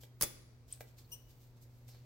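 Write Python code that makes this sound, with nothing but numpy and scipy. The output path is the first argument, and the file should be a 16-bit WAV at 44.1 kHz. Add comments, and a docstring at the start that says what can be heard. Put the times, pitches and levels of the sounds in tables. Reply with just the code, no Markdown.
"""A bowling ball drops into two bare hands, close up: one palm, then the other and the fingers smack on it.
Each patch of skin cracks and squeezes out a puff of air; the palms thud and the shell rings faintly.
The hands then turn the polished ball: skin slides in grainy swells, fingers pat, and twice the skin
sticks and slips into a squeak. A small room answers, over a low mains hum."""
import sys
import numpy as np
from scipy import signal
from scipy.fft import rfft, irfft, next_fast_len
from scipy.io import wavfile
from scipy.ndimage import map_coordinates

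SR = 44100
rng = np.random.default_rng(int(sys.argv[2]) if len(sys.argv) > 2 else 0)


def materialize(psi):
    """Save the field psi as 16-bit PCM at rate SR to the path in sys.argv[1].

    A 1-D psi becomes a single channel; in a 2-D psi each row is a channel.
    """
    bounded = np.clip(np.atleast_2d(psi).T, -1, 1)
    quanta = np.round(bounded * 32767).astype(np.int16)
    wavfile.write(sys.argv[1], SR, quanta)


N = 90404

# tone colour of skin striking the ball: freq_hz, level_db
SKIN_COLOUR = [(100, 7.5), (300, -6), (500, 0.5), (720, -8), (1250, -2), (1700, -9), (2150, -2.5),
               (3000, -9), (4600, -4), (6800, -2.5), (9000, -2), (11700, -4.5), (13000, 0), (15500, -1.5)]
# stereo image of close-up noise: freq_hz, left_right_likeness
CLOSE_LIKENESS = [(200, 0.99), (1000, 0.83), (2200, 0.38), (5000, 0.17), (9000, 0.11), (13000, 0.3)]


def amp(db):
    """Decibels to gain."""
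    return 10 ** (np.asarray(db) / 20)


def unit(x):
    """Scale to rms 1."""
    return x / np.sqrt(np.mean(x ** 2) + 1e-20)


def clock():
    """The time of each sample in seconds."""
    return np.arange(N) / SR


def along(points, hz):
    """Read a curve of (freq_hz, value) points on a log frequency axis."""
    freqs, values = np.transpose(points)
    return np.interp(np.log(hz + 1), np.log(freqs + 1), values)


def wobble(rate):
    """A smooth random curve, rate knots a second."""
    return map_coordinates(rng.standard_normal(N // 2), [clock() * rate], mode="wrap")


def filtered(x, response):
    """Filter x by a gain given as a function of Hz."""
    size = next_fast_len(N + SR // 4)
    return irfft(rfft(x, size) * response(np.fft.rfftfreq(size, 1 / SR)), size)[..., :N]


def noise(colour_db, likeness):
    """Stereo noise of rms 1 with a colour (function of Hz) and a left-right likeness curve."""
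    def response(hz):
        width = np.arccos(np.clip(along(likeness, hz), -1, 1)) / 2
        return amp(colour_db(hz)) * [np.cos(width), np.sin(width)]
    mid, side = filtered(rng.standard_normal((2, N)), response)
    return unit(np.array([mid + side, mid - side]))


def close_noise(colour, tilt=0):
    """Close-up noise, brightened above 500 Hz by tilt dB per octave."""
    return noise(lambda hz: along(colour, hz) + tilt * np.log2(np.maximum(hz, 500)), CLOSE_LIKENESS)


def pan(db):
    """Channel gains that put the left db above the right."""
    return amp([[db / 2], [-db / 2]])


def burst(start, rise, t60):
    """A straight attack, then an exponential decay."""
    age = clock() - start
    return np.clip(age / rise, 0, 1) * amp(-60 * np.maximum(age - rise, 0) / t60)


def ring(start, modes, rise_s=0.00089):
    """Damped modes set off by a blow."""
    age = np.maximum(clock() - start, 0)
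    return sum(burst(start, rise_s, t60) * amp(db) * np.sin(2 * np.pi * hz * age) for hz, db, t60 in modes)


def whistle(peak_s, hz, db, half_length_s, jitter, rate):
    """A short swell of an unsteady tone."""
    pitch = hz * (1 + jitter * wobble(rate))
    tone = np.sin(2 * np.pi * np.cumsum(pitch) / SR)
    return amp(db) * np.exp(-((clock() - peak_s) / half_length_s) ** 2) * unit(tone)


def room_tone(level_db=-62.5):
    """A bed of low rumble and faint hiss, wide in the treble."""
    colour = [(18, -49), (30, -1.5), (133, -3.5), (152, -11.5), (182, -15.5), (359, -16.5), (673, -22.5),
              (767, -25), (945, -25.5), (1680, -31.5), (2180, -31), (2910, -35.5), (4660, -34.5),
              (10200, -44.5), (15500, -40)]  # the still room: freq_hz, level_db
    likeness = [(60, 0.83), (250, 0.79), (600, 0.86), (1500, 0.033), (10000, 0.058)]  # its stereo image: freq_hz, left_right_likeness
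    return amp(level_db) * noise(lambda hz: along(colour, hz), likeness)


def mains_hum(pitch_hz=120.3, waver_db=1.5):
    """A low mains hum, each harmonic wavering on its own."""
    harmonics = [-59.5, -76, -83.5, -85.5]  # from the fundamental up: level_db
    phase = 2 * np.pi * pitch_hz * clock() + 0.1 * wobble(6.9)
    return sum(amp(db + waver_db * wobble(4.3)) * np.sqrt(2) * np.sin(k * phase)
               for k, db in enumerate(harmonics, 1))


def room_reverb(x, tail_db=-15, early_db=-10, early_t60_s=0.2, predelay_s=0.005):
    """Quick reflections from body and walls and a tail shortest in the treble, coloured by the room."""
    decay = [(150, 0.6), (350, 1.0), (700, 0.5), (1400, 0.7), (4000, 0.74), (9000, 0.55), (15000, 0.36)]  # length of the tail: freq_hz, t60_s
    colour = [(80, -7), (180, 7), (360, 6), (550, 4), (1200, 3), (2500, 4), (5000, 0), (8500, -4.5),
              (10200, -4), (15000, -1.5)]  # EQ on the whole reverb: freq_hz, gain_db
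    hz, t, spectra = signal.stft(rng.standard_normal((2, SR)), SR, nperseg=256)
    fade = amp(-60 * t / along(decay, hz)[:, None])
    tail = signal.istft(spectra * fade, SR, nperseg=256)[1][:, :SR]
    early = rng.standard_normal((2, SR)) * amp(-60 * clock()[:SR] / early_t60_s)
    impulse = amp(tail_db) * tail / np.linalg.norm(tail[0])
    impulse += amp(early_db) * early / np.linalg.norm(early[0])
    impulse = np.pad(impulse, ((0, 0), (int(predelay_s * SR), 0)))
    wet = signal.fftconvolve(x, impulse, axes=1)[:, :N]
    return filtered(wet, lambda f: amp(along(colour, f)))


def skin_slides(graze_s=0.205, graze_db=-54.5, graze_rise_s=0.0024, grain_db=2.0, grain_rate=600):
    """Skin slides over the polished shell: a fine sizzle, one graze and short swells, all grainy."""
    turning = [(0.66, -99), (0.72, -71), (0.93, -79), (1.08, -72), (1.17, -68.5), (1.25, -72), (1.45, -73),
               (1.54, -84), (1.8, -78), (2.04, -80)]  # the sizzle as the ball is turned: time_s, level_db
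    sizzle_colour = [(1000, -18), (4000, -9.5), (7500, -9), (10300, -17.5), (12000, -5), (13500, -6),
                     (15000, -1)]  # freq_hz, level_db
    strokes = [(0.015, -60.5, 0.01, 0.032, 1.5), (0.042, -61, 0.008, 0.012, 0.5),
               (0.694, -65.5, 0.018, 0.05, 0), (0.726, -57.5, 0.018, 0.028, -0.5),
               (0.813, -54.5, 0.01, 0.016, 7), (0.89, -68.5, 0.03, 0.022, -2),
               (0.991, -60.5, 0.016, 0.027, -1), (1.125, -63, 0.027, 0.043, 4),
               (1.31, -68.5, 0.025, 0.035, -1), (1.427, -70.5, 0.029, 0.06, 0),
               (1.579, -74.5, 0.016, 0.02, -2), (1.63, -62.5, 0.016, 0.0174, 2),
               (1.76, -77, 0.088, 0.14, -0.5), (1.892, -61, 0.016, 0.036, 0),
               (1.96, -71, 0.045, 0.0794, -5.5)]  # single slides: peak_s, level_db, rise_s, release_s, tilt_db_per_octave
    stroke_colour = [(300, -19.5), (1200, -16.5), (2200, -9.5), (4500, -2), (7500, -3), (10300, -10),
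                     (12000, -0.5), (15500, -8.5)]  # freq_hz, level_db
    t = clock()
    friction = amp(np.interp(t, *np.transpose(turning), left=-120)) * close_noise(sizzle_colour)
    # the falling ball grazes the fingers just before it lands
    graze = np.exp(-np.abs((t - graze_s) / graze_rise_s))
    friction += amp(graze_db) * graze * close_noise(SKIN_COLOUR)
    for peak, db, rise, release, tilt in strokes:
        swell = np.exp(-np.where(t < peak, ((peak - t) / rise) ** 2, (t - peak) / release))
        friction += amp(db) * swell * close_noise(stroke_colour, tilt)
    return friction * unit(amp(grain_db * wobble(grain_rate)))


def singing_slides():
    """Some slides sing faintly, just short of a squeak."""
    tones = [(0.034, 3245, -66.5, 0.013), (0.721, 3160, -71.5, 0.024), (0.99, 4500, -69.5, 0.011),
             (1.053, 4400, -73, 0.0086), (1.909, 5330, -69.5, 0.023), (1.957, 4410, -74, 0.04)]  # peak_s, pitch_hz, level_db, half_length_s
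    return sum(whistle(*tone, jitter=0.065, rate=1100) for tone in tones)


def finger_pats(rise_s=0.00056):
    """Fingers land softly as the grip changes, each a tick of noise and a hollow knock."""
    pats = [(0.0346, -51.5, 0.01, -4, -1), (0.7735, -65, 0.015, 0.5, 3), (0.8065, -46.5, 0.035, 2, -2.5),
            (1.888, -59, 0.03, -2, 0.5), (1.947, -61, 0.034, -3.5, -3.5)]  # start_s, level_db, t60_s, knock_db, tilt_db_per_octave
    tick_colour = [(100, -2), (250, -19.5), (600, 6.5), (1150, -11), (2000, -7.5), (2800, -4.5),
                   (5000, -1.5), (10000, -7), (15000, -11.5)]  # freq_hz, level_db
    knock_modes = [(112, -1.5, 0.04), (470, -0.5, 0.025), (770, -4, 0.021), (1620, -5.5, 0.025),
                   (1994, -7.5, 0.036), (2330, -4, 0.019)]  # pitch_hz, level_db, t60_s
    out = np.zeros((2, N))
    for start, db, t60, knock_db, tilt in pats:
        tick = burst(start, rise_s, t60) * close_noise(tick_colour, tilt)
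        out += amp(db) * (tick + amp(knock_db) * ring(start, knock_modes))
    return out


def stick_slip(glide, partials, jitter, flutter_db, pan_db, lag_ms):
    """Skin sticks and slips at an unsteady rate; the right channel hears it lag_ms later."""
    times, hz, db = np.transpose(glide)
    t = clock()
    pitch = np.interp(t, times, hz) * (1 + jitter * wobble(900))
    lag_s = np.array([[0], [lag_ms / 1000]])
    phase = 2 * np.pi * (np.cumsum(pitch) / SR - pitch * lag_s)
    level = amp(np.interp(t, times, db, left=-140, right=-140) + flutter_db * wobble(400))
    tone = sum(amp(partial_db) * np.sin(ratio * phase) for ratio, partial_db in partials)
    return pan(pan_db) * level * unit(tone)


def skin_squeaks():
    """Skin catches twice on the polish: a thin falling chirp, then a lower, richer squeak."""
    chirp_glide = [(0.7245, 9410, -75), (0.7266, 8900, -29.5), (0.7279, 8440, -73), (0.7290, 8150, -35),
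                   (0.7325, 7960, -62), (0.737, 7880, -56)]  # played 1% flat: time_s, pitch_hz, level_db
    squeak_glide = [(1.115, 2900, -76), (1.120, 2814, -48.5), (1.131, 2920, -46), (1.140, 2963, -48),
                    (1.150, 2860, -56.5), (1.168, 2870, -74)]  # time_s, pitch_hz, level_db
    harmonics = [-5, -2, -4.5, -4.5, -4]  # of the squeak, from the fundamental up: level_db
    undertone = (1 / 3, -21.5)  # every third slip is stronger: pitch_ratio, level_db
    partials = [undertone, *enumerate(harmonics, 1)]
    chirp = stick_slip(chirp_glide, [(0.99, 0)], jitter=0.017, flutter_db=0, pan_db=3.5, lag_ms=0.014)
    squeak = stick_slip(squeak_glide, partials, jitter=0.03, flutter_db=2, pan_db=5.5, lag_ms=0.14)
    return chirp + squeak


def ball_catch(puff_width_hz=900):
    """Each patch of skin cracks and squeezes out a puff of air; the palms thud, the ball rings faintly."""
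    # skin meeting the ball: start_s, level_db, rise_s, t60_s, puff_hz, puff_db, pan_db
    slaps = [(0.2098, -27.5, 0.0024, 0.016, 13500, -3, 1), (0.213, -29, 0.00019, 0.04, 5800, -16.5, -4.5),
             (0.2217, -28, 0.0012, 0.02, 5600, 0.5, 3.5), (0.2291, -27, 0.0018, 0.05, 10300, -2.5, 3),
             (0.2363, -35.5, 0.00088, 0.036, 7200, 2, -1.5)]
    # whistles as the skin seals against the shell: peak_s, pitch_hz, level_db, half_length_s, pan_db
    seals = [(0.2247, 10700, -20.5, 0.0009, -5), (0.2287, 15000, -25, 0.0004, 11)]
    thuds = [(0.2134, -47), (0.2276, -39.5)]  # the weight sinking into each palm: start_s, level_db
    palm_modes = [(41.5, -9, 0.2), (139.4, 0, 0.039), (370, -6.5, 0.038), (499, -3.5, 0.038)]  # pitch_hz, level_db, t60_s
    shell_modes = [(1280, -11.5, 0.07), (1980, -18, 0.054), (2560, -19, 0.09), (3470, -8.5, 0.2),
                   (4710, -20, 0.11)]  # pitch_hz, level_db, t60_s
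    smacks = np.zeros((2, N))
    for start, db, rise, t60, puff_hz, puff_db, pan_db in slaps:
        puff = noise(lambda f: -20 * np.log10(1 + ((f - puff_hz) / puff_width_hz) ** 2), CLOSE_LIKENESS)
        crack = close_noise(SKIN_COLOUR)
        smacks += amp(db) * pan(pan_db) * burst(start, rise, t60) * (crack + amp(puff_db) * puff)
    for peak, hz, db, half_length, pan_db in seals:
        smacks += pan(pan_db) * whistle(peak, hz, db, half_length, jitter=0.097, rate=3000)
    weight = sum(amp(db) * (ring(start, palm_modes) + ring(start, shell_modes)) for start, db in thuds)
    return smacks + weight


def scene(squeak_send_db=-1):
    """Hands and ball up front, the room behind; the squeaks reach the reverb a little less."""
    squeaks = skin_squeaks()
    hands = ball_catch() + finger_pats() + skin_slides() + singing_slides()
    reverb = room_reverb(hands + amp(squeak_send_db) * squeaks)
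    return hands + squeaks + reverb + mains_hum() + room_tone()


def record(dry, low_cut_hz=15, top_hz=15900):
    """A gentle low cut on the deepest rumble and a brick wall on the top end."""
    return filtered(dry, lambda hz: (hz < top_hz) * (1j * hz / (low_cut_hz + 1j * hz)) ** 2)


dry = scene()
out = record(dry)
materialize(out)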